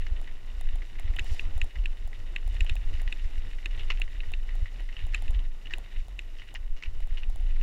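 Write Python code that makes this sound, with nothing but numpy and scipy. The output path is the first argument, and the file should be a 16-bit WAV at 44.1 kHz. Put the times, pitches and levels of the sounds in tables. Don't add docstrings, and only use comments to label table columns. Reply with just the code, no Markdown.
import sys
import numpy as np
from scipy import signal
from scipy.fft import rfft, irfft, next_fast_len
from scipy.io import wavfile
from scipy.ndimage import map_coordinates

SR = 44100
rng = np.random.default_rng(int(sys.argv[2]) if len(sys.argv) > 2 else 0)


def ratio_of_db(decibels):
    return 10 ** (np.asarray(decibels, float) / 20)


def digitize_waveform(pressure):
    field = np.atleast_2d(pressure).T
    bounded = np.clip(field, -1, 1)
    quanta = np.round(bounded * 32767).astype(np.int16)
    wavfile.write(sys.argv[1], SR, quanta)


N = 336042

# (time [s], level [dB])
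ROUGHNESS = [(0.0, 2), (0.36, -1), (1.0, 1), (1.29, 4), (1.5, 2.5), (2.0, -1.5), (2.33, 0), (2.6, 4),
             (3.2, 1), (3.46, 1.5), (3.86, 3.5), (4.01, 0), (4.9, 0), (5.28, 2.5), (5.56, -4), (5.86, -1),
             (6.68, -6), (7.62, -1.5)]


def unit(x):
    return x / np.sqrt(np.mean(x ** 2) + 1e-20)


def curves(rows):
    s, *cols = np.transpose(rows)
    return [np.interp(np.arange(N) / SR, s, c) for c in cols]


def wobble(rate):
    knots = rng.standard_normal(int(N * rate / SR) + 4)
    return map_coordinates(knots, [np.arange(N) * rate / SR])


def swells(rows):
    t = np.arange(N) / SR
    return sum(db * np.exp(-((t - s) / max(length, 0.01)) ** 2) for s, db, length in rows)


def filtered(x, response):
    m = next_fast_len(len(x) + 8192)
    spectrum = rfft(x, m) * response(np.fft.rfftfreq(m, 1 / SR))
    return irfft(spectrum, m)[:len(x)]


def coloured(x, points):
    hz, db = np.transpose(points)
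    return unit(filtered(x, lambda f: ratio_of_db(np.interp(np.log(f + 1), np.log(hz + 1), db))))


def add(track, s, sound):
    part = track[round(s * SR):][:len(sound)]
    part += sound[:len(part)]


def upper_fall(f):
    return 1 / (1 + (f / 4500) ** 10)


def housing(f):
    # (frequency [Hz], width [Hz], level [dB])
    resonances = [(1320, 300, -32), (1380, 560, -26.5), (1914, 285, 2), (2650, 333, 0), (2924, 170, 3.5),
                  (3695, 290, -2), (4160, 710, -10)]
    total = 0
    for k, (hz, width, db) in enumerate(resonances):
        total = total + (-1) ** k * ratio_of_db(db) * 1j * f * width / (hz * hz - f * f + 1j * f * width)
    return total * upper_fall(f)


def ring(modes, t, attack, scatter_db):
    tones = 0
    for k, (hz, db, t60) in enumerate(modes):
        strength = ratio_of_db(db + scatter_db * rng.standard_normal() - 60 * t / t60)
        tones = tones + (-1) ** k * strength * np.sin(2 * np.pi * hz * t)
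    return tones * (1 - np.exp(-t / attack))


def grit(rate, spread_db):
    sizes = ratio_of_db(spread_db * np.minimum(rng.exponential(size=N), 2.5))
    hits = (rng.random(N) < rate / SR) * sizes
    return 1 + np.convolve(hits, np.exp(-np.arange(200) / 45))[:N]


def electronics():
    # (frequency [Hz], level [dB rms])
    circuit_tones = [(12662, -95), (14761, -97), (14998, -96)]
    # (frequency [Hz], level [dB per Hz])
    floor_colour = [(3500, -22), (6000, -6), (8350, -6.5), (13400, -7.5), (14700, -9), (15700, -12),
                    (15900, -50)]
    t = np.arange(N) / SR
    out = ratio_of_db(-77.5) * coloured(rng.standard_normal(N), floor_colour)
    for hz, db in circuit_tones:
        out += np.sqrt(2) * ratio_of_db(db) * np.sin(2 * np.pi * hz * t + 1.5 * wobble(12))
    return out


def ride():
    # (time [s], hiss rise [dB], length [s])
    skids = [
        (1.32, 10, .09),
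        (2.61, 1, 0.22),
        (2.95, 4, 0.064),
        (5.16, 4.5, 0.042),
    ]
    # (time [s], rise [dB], length [s])
    gusts = [
        (1.44, 1, 0.088),
        (5.28, 3.5, 0.063),
        (5.76, 3.5, 0.098),
    ]
    # (frequency [Hz], level [dB per Hz])
    hiss_colour = [(2500, -16.5), (4300, -4.5), (5700, -4), (6300, -9.5), (7150, -6.5), (7800, -12.5),
                   (10700, -16.5), (14000, -24), (15700, -28), (15900, -70)]
    # (frequency [Hz], level [dB per Hz])
    air_colour = [(71, -9.5), (120, -2.5), (156, -8.5), (321, -8.5), (1340, -18.5), (1500, -16),
                  (1950, -60), (3300, -120)]
    rough_db, = curves(ROUGHNESS)
    bumpy = wobble(16)
    rattle_db = -58 + rough_db + 1.8 * bumpy + 1.57 * wobble(60)
    hiss_db = -68 + 0.6 * rough_db + swells(skids) + 0.72 * bumpy + 1.3 * wobble(40)
    air_db = -58.5 + 0.51 * rough_db + swells(gusts) + 0.61 * bumpy + 1.64 * wobble(25)
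    rattle = unit(filtered(grit(rate=190, spread_db=4.0) * rng.standard_normal(N), housing))
    hiss = coloured(grit(rate=130, spread_db=0.0) * rng.standard_normal(N), hiss_colour)
    air = coloured(rng.standard_normal(N), air_colour)
    return ratio_of_db(rattle_db) * rattle + ratio_of_db(hiss_db) * hiss + ratio_of_db(air_db) * air


def latch_ticks():
    # (time [s], peak level [dB])
    tick_events = [(0.2143, -46), (0.61, -40.5), (0.7572, -42), (0.997, -39.5), (1.1623, -40.5),
                   (1.2441, -44), (1.3457, -45), (1.5783, -39.5), (1.6424, -40.5), (2.0752, -45),
                   (2.4767, -41.5), (2.5446, -49), (2.646, -44), (2.7544, -38.5), (3.017, -41),
                   (3.9986, -39.5), (4.3184, -42), (4.5533, -46), (4.8045, -50), (5.0674, -44.5),
                   (5.222, -40.5), (5.3073, -41), (5.7828, -38.5), (6.0823, -48), (6.5412, -40.5),
                   (7.004, -50), (7.0723, -48), (7.2993, -44.5), (7.3588, -42.5), (7.4088, -49.5)]
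    # (frequency [Hz], level [dB], t60 [s])
    latch_modes = [(3460, -5, 0.0062), (7140, -4, 0.0036), (9740, 0.5, 0.0025), (12000, -12, 0.0032),
                   (15300, -4, 0.0026)]
    lead_s, bounce_s = 0.0008, 0.0021
    knock_hz, knock_t60_s = 745, 0.014
    out, t = np.zeros(N), np.arange(900) / SR
    for s, db in tick_events:
        add(out, s + lead_s, ratio_of_db(db + 1.5) * ring(latch_modes, t, attack=0.0001, scatter_db=0.5))
        add(out, s + bounce_s, ratio_of_db(db - 12.5) * ring(latch_modes, t, attack=0.0001, scatter_db=9))
        knock_db = -40.5 + 0.58 * (db + 43)
        knock = ratio_of_db(knock_db - 60 * t / knock_t60_s) * np.sin(2 * np.pi * knock_hz * t)
        add(out, s + lead_s, knock)
    return out


def jolt(db, t60, centre_hz, edge, thud, slam_colour, thud_colour):
    t = np.arange(8000) / SR
    noise = rng.standard_normal((2, len(t)))
    contacts = noise[0] * (rng.random(len(t)) < 700 / SR)
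    contacts[40] = 1.62
    drive = unit(contacts) + 0.62 * noise[1]

    def lean(f):
        return housing(f) * (0.4 + 1 / (1 + ((f - centre_hz) / 330) ** 2))

    edge_db, edge_loss = edge
    thud_db, thud_loss = thud
    above_db = db + 35
    sound = unit(filtered(drive, lean))
    sound += ratio_of_db(edge_db - edge_loss * above_db) * coloured(drive, slam_colour)
    sound += ratio_of_db(thud_db - thud_loss * above_db) * coloured(drive, thud_colour)
    return ratio_of_db(db - 9 - 60 * t / max(t60, 0.01)) * (1 - np.exp(-t / 0.001)) * sound


def jolts():
    # (time [s], peak level [dB], t60 [s])
    stones = [(0.2739, -40.5, 0.15), (0.6711, -40, 0.068), (0.8196, -33.5, .042), (0.955, -40, 0.074),
              (0.987, -34.5, 0.076), (1.08, -39, .1), (1.1375, -37, 0.068), (1.756, -29.5, 0.054),
              (2.1305, -37, 0.05), (2.9964, -35, 0.096), (3.077, -24.5, 0.024), (3.586, -34, 0.057),
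              (3.7294, -42, 0.095), (4.0781, -37.5, 0.049), (4.2342, -38, .07), (4.4896, -38.5, 0.22),
              (4.658, -37, 0.15), (4.797, -35, 0.079), (4.8898, -36, 0.074), (5.1371, -30, 0.14),
              (6.4185, -37, 0.089), (7.025, -43, 0.085), (7.105, -42, 0.053), (7.565, -41, .05)]
    # (time [s], peak level [dB], t60 [s], centre [Hz])
    slaps = [(1.1655, -27, 0.03, 2800), (1.1872, -19, 0.043, 1800), (1.7853, -37.5, .061, 2900),
             (1.839, -40, .06, 2600), (2.382, -37, 0.049, 2930), (2.6648, -37, 0.16, 2905),
             (2.9319, -40.5, 0.32, 2650), (3.709, -40, 0.061, 2750), (3.7903, -38, .07, 2880),
             (3.7949, -28, .1, 3250), (3.8333, -39, 0.055, 3040), (3.973, -37, 0.076, 2790),
             (4.9262, -40, .1, 2700), (4.9665, -29.5, 0.079, 2940), (4.9916, -31.5, 0.064, 2724),
             (5.145, -20, .044, 2670), (5.1792, -38, 0.062, 2935), (5.347, -35.5, 0.06, 3050),
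             (5.3916, -33.5, .048, 3130), (5.657, -37, 0.055, 2910), (5.6694, -34, 0.057, 2980),
             (6.3858, -40, 0.2, 3030), (6.765, -45, 0.24, 2660), (6.8577, -34, 0.064, 2500),
             (7.1726, -30.5, 0.087, 2942), (7.1825, -50, 0.093, 2900), (7.233, -29.5, 0.045, 2450),
             (7.5086, -36, 0.037, 2520), (7.612, -33.5, 0.042, 2630)]
    # (time [s], peak level [dB], t60 [s], centre [Hz])
    landings = [
        (0.066, -30.5, 0.038, 1930),
        (3.244, -37.5, .046, 2130),
        (3.902, -20, 0.095, 2570),
        (5.7077, -34, 0.19, 1740),
        (6.55, -28, .07, 2920),
        (6.5575, -28.5, 0.051, 1840),
        (6.8244, -35, 0.16, 2270),
    ]
    # (frequency [Hz], level [dB per Hz])
    slam_colour = [(4300, 1.5), (5600, 1.5), (7400, -8.5), (8500, -27), (12000, -30), (15500, -40),
                   (16000, -80)]
    # (frequency [Hz], level [dB per Hz])
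    thud_colour = [(600, -35), (900, -4.5), (1230, -2.5), (1500, -4), (1800, -41)]
    stones = [(*row, 2020) for row in stones]
    # (level [dB], loss [dB per dB of jolt])
    kinds = [(stones, (-17, 0), (-18.5, 0.9)),
             (slaps, (-16, 1.12), (-23, 0)),
             (landings, (-10, 0.2), (-19.5, -0.2))]
    out = np.zeros(N)
    for rows, edge, thud in kinds:
        for s, db, t60, centre_hz in rows:
            add(out, s - 0.001, jolt(db, t60, centre_hz, edge, thud, slam_colour, thud_colour))
    return out


def housing_clacks():
    # (time [s], peak level [dB], brightness [dB])
    clack_events = [(1.1936, -17.5, -26.5), (1.395, -21, -38), (1.6155, -19, -26), (1.8578, -22.5, -32.5),
                    (2.362, -19, -31.5), (2.607, -18, -25.5), (2.6956, -18.5, -26), (2.766, -32.5, -32),
                    (3.1253, -20, -31), (3.6584, -17.5, -28.5), (4.0174, -19.5, -29), (4.2041, -28.5, -47),
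                    (4.337, -22.5, -37), (5.1465, -17, -26), (5.2802, -31, -36), (5.7368, -17.5, -31),
                    (6.1914, -24, -26.5), (6.836, -28, -30)]
    # (frequency [Hz], level [dB], t60 [s])
    low_modes = [(357, -26.5, 0.039), (1960, -8, 0.0032), (2650, 3.5, 0.0037), (3220, -24, 0.0057),
                 (3743, -11, 0.0065), (4100, -15.5, 0.0059)]
    # (frequency [Hz], level [dB], t60 [s])
    high_modes = [(5230, -9, 0.0083), (6570, -9.5, 0.013), (7380, -7, 0.012), (8170, -16, 0.0068),
                  (9500, -16, .005), (11140, -15, 0.0062), (14003, -22, .005)]
    rebound_s, rise_s = 0.00113, 0.0007
    body, bright, t = np.zeros(N), np.zeros(N), np.arange(2000) / SR
    for s, db, top_db in clack_events:
        first = s - 0.0003
        second = first + rebound_s
        level = ratio_of_db(db + 4.5)
        top = ratio_of_db(db + top_db + 9.5) * ring(high_modes, t, attack=0.00027, scatter_db=4.0)
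        buzz = ratio_of_db(-19.5 - 60 * t / 0.033) * unit(filtered(rng.standard_normal(len(t)), housing))
        add(body, first, level * ring(low_modes, t, rise_s, scatter_db=2.0))
        add(body, second, level * (ring(low_modes, t, rise_s / 2, scatter_db=2.0) + buzz))
        add(bright, first, top)
        add(bright, second, 0.82 * top)
    return filtered(body, upper_fall) + bright


def mount_release(f):
    hz, width_hz, lead_s = 84.5, 62, 0.0024
    step = SR / (2 * np.pi) * 1j * f / (f * f + 9.4 ** 2)
    soft = hz * hz / (hz * hz - f * f + 1j * f * width_hz)
    return step * soft * np.exp(2j * np.pi * f * lead_s)


def mount_shaking():
    # (time [s], drop [dB])
    bumps = [(0.122, -9.5), (0.743, -19), (1.052, -10), (1.103, -8.5), (1.214, -11), (1.32, -5.5),
             (1.46, -13), (1.566, -7.5), (1.631, -6.5), (2.054, -15.5), (2.466, -15.5), (2.621, -9.5),
             (2.718, -6), (2.873, -13), (2.948, -12.5), (3.074, -13.5), (3.256, -13.5), (3.384, -13),
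             (4.284, -17), (4.627, -7), (5.044, -10), (5.164, -28), (5.299, -6.5), (5.365, -19.5),
             (6.882, -12), (7.124, -12.5), (7.288, -14), (7.34, -21), (7.401, -16), (7.509, -36)]
    # (time [s], sway [dB], sway rate [Hz])
    shake = [(0.0, -24, 16.8), (0.4, -31.5, 17), (0.74, -25, 20), (0.9, -29, 16.8), (1.2, -28, 17),
             (1.7, -23.5, 19.5), (1.88, -23.5, 19.5), (2.2, -34.5, 20.5), (2.5, -24.5, 25),
             (3.2, -27, 19.5), (3.8, -27, 20), (4.4, -25, 18.2), (4.75, -32, 26), (5.35, -23.5, 21),
             (5.9, -34.5, 23.5), (6.3, -35.5, 28), (6.8, -31, 17), (7.62, -21.5, 18)]
    # (time [s], sway change [dB], length [s])
    heaves = [(.45, -2, 0.035), (.66, 2.5, 0.059), (.87, -5.5, 0.046), (1.72, -11, 0.039), (1.85, 2, 0),
              (1.97, -6, 0.025), (2.2, 4, 0.022), (3.61, -5.5, 0.031), (3.86, 2.5, 0.026),
              (4.12, -4, 0.033), (5.62, -5, 0.056), (5.75, 2, 0.047), (5.9, -4.5, 0.03), (5.99, 6, 0.035),
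              (6.07, -4, 0.025), (6.5, -1, 0.052), (6.71, 5, 0.062), (6.81, -9, .03), (7.0, 4, 0.081)]
    # (frequency [Hz], level [dB per Hz])
    sway_colour = [(2.4, -33), (4.0, -2.5), (27, 16.5), (36, -9), (60, -7), (78, -32), (130, -120)]
    # (frequency [Hz], level [dB per Hz])
    quiver_colour = [(30, -120), (45, 5), (60, -8.5), (88, -1), (104, -3.5), (125, -22), (200, -46),
                     (300, -120)]

    kick_lead_s, kick_length_s = 0.0037, 0.024
    kicks = [(s - kick_lead_s, 3.5 + 0.12 * (db + 1), kick_length_s) for s, db in bumps]
    sway_db, sway_hz = curves(shake)
    sway_db = sway_db + 1.84 * swells(heaves) + swells(kicks)
    quiver_db = -48 + 0.66 * (sway_db - sway_db.mean()) + 0.56 * curves(ROUGHNESS)[0]

    when, drop_db = np.transpose(bumps)
    at = np.round(when * SR).astype(int)
    turns = np.cumsum(sway_hz * ratio_of_db(2.5 * wobble(14))) / SR
    turns += np.interp(np.arange(N), at, np.floor(turns[at]) + 0.5 - turns[at])
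    angle = 2 * np.pi * turns
    skew = 0.29 + 0.2 * wobble(18)
    swing = np.sqrt(2) * ratio_of_db(0.79 * wobble(43)) * np.sin(angle - skew * np.sin(angle))
    swing += 0.46 * coloured(rng.standard_normal(N), sway_colour)
    quiver = ratio_of_db(1.6 * wobble(14)) * coloured(rng.standard_normal(N), quiver_colour)
    drops = np.zeros(N)
    drops[at] = ratio_of_db(drop_db)
    release = filtered(drops, mount_release)
    motion = ratio_of_db(sway_db - 1.5) * swing + ratio_of_db(quiver_db) * quiver + ratio_of_db(-9) * release
    return filtered(motion, lambda f: 1 / (1 + (f / 100.5) ** 12))


def scene():
    far = electronics() + ride()
    near = latch_ticks() + jolts() + housing_clacks() + mount_shaking()
    return (far + near)[None]


def roll_off(x):
    return signal.sosfilt(signal.butter(12, 17130, fs=SR, output="sos"), x)


def record(dry):
    top_hz = 16300
    mix = filtered(dry[0], lambda f: 1 / (1 + (f / top_hz) ** 40))[None]
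    return roll_off(mix)


dry = scene()
out = record(dry)
digitize_waveform(out)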